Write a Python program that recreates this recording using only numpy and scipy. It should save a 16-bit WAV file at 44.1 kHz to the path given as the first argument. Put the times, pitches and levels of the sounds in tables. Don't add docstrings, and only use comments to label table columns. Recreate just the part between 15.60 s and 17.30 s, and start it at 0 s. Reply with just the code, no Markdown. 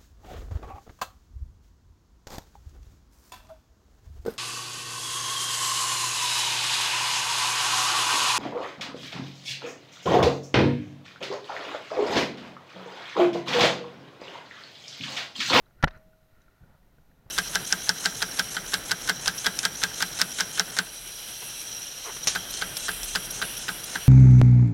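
import sys
import numpy as np
from scipy import signal
from scipy.fft import rfft, irfft, next_fast_len
from scipy.io import wavfile

SR = 44100
rng = np.random.default_rng(int(sys.argv[2]) if len(sys.argv) > 2 else 0)


def generate_wav(sig):
    pcm = np.round(np.clip(np.atleast_2d(sig).T, -1, 1) * 32767).astype(np.int16)
    wavfile.write(sys.argv[1], SR, pcm)


N = 74970
T = np.arange(N) / SR
ICE_ATTACK_S = 0.00037


def from_db(db):
    return 10 ** (np.asarray(db) / 20)


def rms_one(x):
    return x / np.sqrt(np.mean(x ** 2) + 1e-20)


def colour(x, curve):
    hz, db = np.transpose(curve)
    size = next_fast_len(2 * N)
    grid_hz = np.maximum(np.fft.rfftfreq(size, 1 / SR), 1)
    gain = from_db(np.interp(np.log(grid_hz), np.log(hz), db))
    cepstrum = irfft(np.log(gain), size)
    cepstrum[1:size // 2] *= 2
    cepstrum[size // 2 + 1:] = 0
    return irfft(rfft(x, size) * np.exp(rfft(cepstrum)), size)[:N]


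def noise(curve):
    return rms_one(colour(rng.standard_normal(N), curve))


def soften(x, hz):
    return signal.sosfilt(signal.butter(2, hz, fs=SR, output="sos"), x + 1e-18)


def click(start_s, level_db):
    out = np.zeros(N)
    out[int(start_s * SR)] = from_db(level_db)
    return out


def ring(x, modes):
    out = np.zeros(N)
    for hz, db, t60 in modes:
        radius = from_db(-60 / (t60 * SR))
        angle = 2 * np.pi * hz / SR
        feedback = [1, -2 * radius * np.cos(angle), radius * radius]
        out += from_db(db) * signal.lfilter([.5, 0, -.5], feedback, x + 1e-18)
    return out


def envelope(start_s, attack_s, hold_s, t60_s):
    rise = np.clip((T - start_s) / attack_s, 0, 1)
    return rise * from_db(-60 * np.clip((T - start_s - hold_s) / t60_s, 0, 4))


def grains(per_s, spread_db=2.5):
    sizes = from_db(spread_db * np.minimum(rng.exponential(1, N), 3))
    signs = rng.choice([-1, 1], N)
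    return sizes * signs * (rng.random(N) < per_s / SR)


# frequency_hz, gain_db
HISS_SPECTRUM = [(1180, -23.5), (2000, -4), (2550, -4), (3520, -6.5), (3910, -4), (4490, -8.5),
                 (6250, -8.5), (8190, -13), (14200, -7), (16000, -13)]
def hiss(hiss_db=-75, whine_db=-89.5, whine_hz=13700):
    whine = rms_one(ring(rng.standard_normal(N), [(whine_hz, 0, 0.026)]))
    return from_db(hiss_db) * noise(HISS_SPECTRUM) + from_db(whine_db) * whine


# time_s, level_db
WIND_LEVELS = [(0, -59.5), (.12, -61.5), (.21, -57), (.33, -53.5), (.45, -61), (.7, -62.5), (.97, -63.5),
               (1.04, -54.5), (1.2, -60.5), (1.45, -62.5), (1.7, -59.5)]
# frequency_hz, gain_db
WIND_SPECTRUM = [(15, 3), (45, -1.5), (90, -6), (160, -6), (300, -16), (600, -21), (1500, -43.5),
                 (4000, -59), (16000, -74)]
def wind(gust_db=2, gust_hz=7.7):
    gusts = rms_one(soften(rng.standard_normal(N), gust_hz))
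    level_db = np.interp(T, *np.transpose(WIND_LEVELS)) + gust_db * gusts
    return from_db(level_db) * noise(WIND_SPECTRUM)


# start_s, level_db
BOOT_BUMPS = [(.193, -58.5), (0.364, -47.5), (1.008, -56), (1.033, -53), (1.096, -50.5), (1.148, -56),
              (1.382, -50), (1.661, -50)]
# frequency_hz, gain_db
BUMP_SPECTRUM = [(30, -1), (140, 9.5), (300, -20.5), (600, -12), (1000, -19), (1500, -25.5), (2200, -34.5),
                 (5000, -54), (16000, -47.5)]
# time_s, level_db
RUSTLE_LEVELS = [(0, -72), (.07, -68), (.14, -75), (.21, -73), (.37, -65.5), (.45, -75.5), (.98, -75),
                 (1.15, -65.5), (1.2, -73), (1.6, -73.5), (1.7, -65.5)]
# frequency_hz, gain_db
RUSTLE_SPECTRUM = [(100, -5), (400, -2), (650, 8.5), (1150, 2), (1450, 1), (1900, -1.5), (2500, -16),
                   (4000, -15.5), (7000, -31), (16000, -39.5)]
def clothing():
    bumps = sum(from_db(db) * envelope(start, attack_s=0.0017, hold_s=0.0056, t60_s=0.052)
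                for start, db in BOOT_BUMPS)
    rustle = from_db(np.interp(T, *np.transpose(RUSTLE_LEVELS)))
    return bumps * noise(BUMP_SPECTRUM) + rustle * noise(RUSTLE_SPECTRUM)


def snow_scatter(blow, gain_db=-41, cutoff_hz=4050):
    tail = rng.standard_normal(N) * envelope(0, attack_s=.014, hold_s=0, t60_s=.25)
    tail /= np.linalg.norm(tail)
    return from_db(gain_db) * signal.fftconvolve(soften(blow, cutoff_hz), tail)[:N]


# time_s, level_db
GRIND_LEVELS = [(0, -83), (.13, -79), (.19, -68), (.30, -62), (.365, -56), (.39, -69), (.5, -79.5),
                (.70, -75.5), (.76, -69.5), (.95, -74.5), (1.15, -73.5), (1.19, -81.5), (1.7, -79)]
# pitch_hz, gain_db, t60_s
GRIND_RESONANCES = [(1430, 4.5, 0.018), (1797, -1.5, 0.014), (4020, -8.5, .016)]
def grind(muffle_hz=3500):
    grit = ring(grains(per_s=2000), GRIND_RESONANCES)
    level_db = np.interp(T, *np.transpose(GRIND_LEVELS))
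    return from_db(level_db) * rms_one(soften(grit, muffle_hz))


# start_s, peak_db, pitch_hz, t60_s
CHIP_TICKS = [(0.057, -62.5, 3950, 0.019), (.064, -57, 1380, 0.022), (0.109, -58, 1300, 0.0096),
              (.203, -53, 1465, 0.075), (0.309, -50, 3820, 0.013), (.343, -53, 1490, 0.036),
              (0.355, -50, 1410, 0.014), (0.3743, -60, 5880, .008), (0.531, -57.5, 1442, .04),
              (.817, -62.5, 6100, 0.0056), (0.817, -67.5, 3860, 0.026), (0.881, -53, 1362, .025),
              (1.036, -55.5, 1450, 0.028), (1.228, -65.5, 1900, .03), (1.383, -57.5, 1440, 0.0087),
              (1.513, -61, 1637, .025)]
def chips(contact_s=0.0025):
    out = np.zeros(N)
    for start, db, hz, t60 in CHIP_TICKS:
        graze = rng.standard_normal(N) * envelope(start, ICE_ATTACK_S, contact_s, contact_s)
        contact = ring(graze, [(hz, 0, contact_s)])
        tick = ring(contact, [(hz, 0, t60)])
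        out += from_db(db) * tick / np.abs(tick).max()
    return out


def shaft(pitch_hz=635, t60_s=1.66):
    return ring(click(start_s=.243, level_db=-54), [(pitch_hz, 0, t60_s)])


# start_s, level_db
SPLITS = [(.2405, -40), (0.2432, -34)]
# frequency_hz, gain_db
SNAP_SPECTRUM = [(500, -29.5), (3000, 1.5), (6000, 1.5), (7800, -25), (8800, -3), (12300, -5.5),
                 (16000, -11.5)]
def snap():
    bursts = sum(from_db(db) * envelope(start, ICE_ATTACK_S, hold_s=ICE_ATTACK_S, t60_s=0.0068)
                 for start, db in SPLITS)
    return bursts * noise(SNAP_SPECTRUM)


# start_s, length_s, level_db, brightness_hz
CRUST_BREAKS = [(.2266, 0.0028, -28.5, 6330), (0.2285, .0065, -29, 2295), (0.2395, .004, -17, 2250),
                (0.2751, .003, -40, 1400), (0.2776, .008, -39, 3000), (0.307, 0.003, -50.5, 2980)]
# frequency_hz, gain_db
CRUNCH_SPECTRUM = [(100, -21.5), (450, -17.5), (750, -10), (1400, -5), (1900, -5.5), (2300, -11),
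                   (3800, -16.5), (5600, -10.5), (6800, -24), (7800, -37.5), (8800, -22.5), (12500, -22),
                   (16000, -25.5)]
def crunch():
    out = np.zeros(N)
    for start, length, db, hz in CRUST_BREAKS:
        cracks = grains(per_s=8000) * envelope(start, ICE_ATTACK_S, length, t60_s=.014)
        burst = rms_one(soften(colour(cracks, CRUNCH_SPECTRUM), hz))
        out += from_db(db) * np.sqrt(length * SR / N) * burst
    return out


# start_s, level_db
SHEET_PUSHES = [(0.2301, -26.5), (.2370, -9.5), (0.2445, -18), (0.2507, -17.5), (0.2723, -31)]
# pitch_hz, gain_db, t60_s
SHEET_RESONANCES = [(23.91, -21, .27), (48, -2, 0.084), (100, -13.5, .055), (148.6, -7, 0.042)]
def thud(softness_hz=240):
    pushes = sum(click(start, db) for start, db in SHEET_PUSHES)
    return ring(soften(pushes, softness_hz), SHEET_RESONANCES)


# start_s, level_db, brightness_hz
BLADE_CONTACTS = [(.2276, -38, 5450), (0.2375, -1, 713.6), (.2406, -21, 2590), (.2428, -10.5, 3900),
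                  (.2449, -23, 1080), (.2741, -17, 700), (.2795, -33.5, 3150)]
# pitch_hz, gain_db, t60_s
BLADE_RESONANCES = [(569, -19.5, 0.03), (723.5, -17.5, 0.054), (856, -16, 0.023), (1112, -17, 0.014),
                    (1464, 1, 0.015), (1630, -5.5, 0.01), (1950, -17, 0.029), (2687, -19, 0.015),
                    (2963, -11, 0.019), (3328, -17.5, .013), (3860, -20.5, .02), (5130, -21, 0.014),
                    (5460, -25.5, .01)]
def blade(low_cut_hz=270):
    contacts = sum(soften(click(start, db), hz) for start, db, hz in BLADE_CONTACTS)
    low_cut = signal.butter(2, low_cut_hz, "high", fs=SR, output="sos")
    return signal.sosfilt(low_cut, ring(contacts, BLADE_RESONANCES))


def scene():
    blow = blade() + crunch() + snap() + thud()
    pole_and_ice = blow + snow_scatter(blow) + shaft() + chips() + grind()
    return (pole_and_ice + clothing() + wind() + hiss())[None]


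def record(dry, cutoff_hz=15900):
    return signal.sosfilt(signal.ellip(10, .1, 70, cutoff_hz, fs=SR, output="sos"), dry)


dry = scene()
out = record(dry)
generate_wav(out)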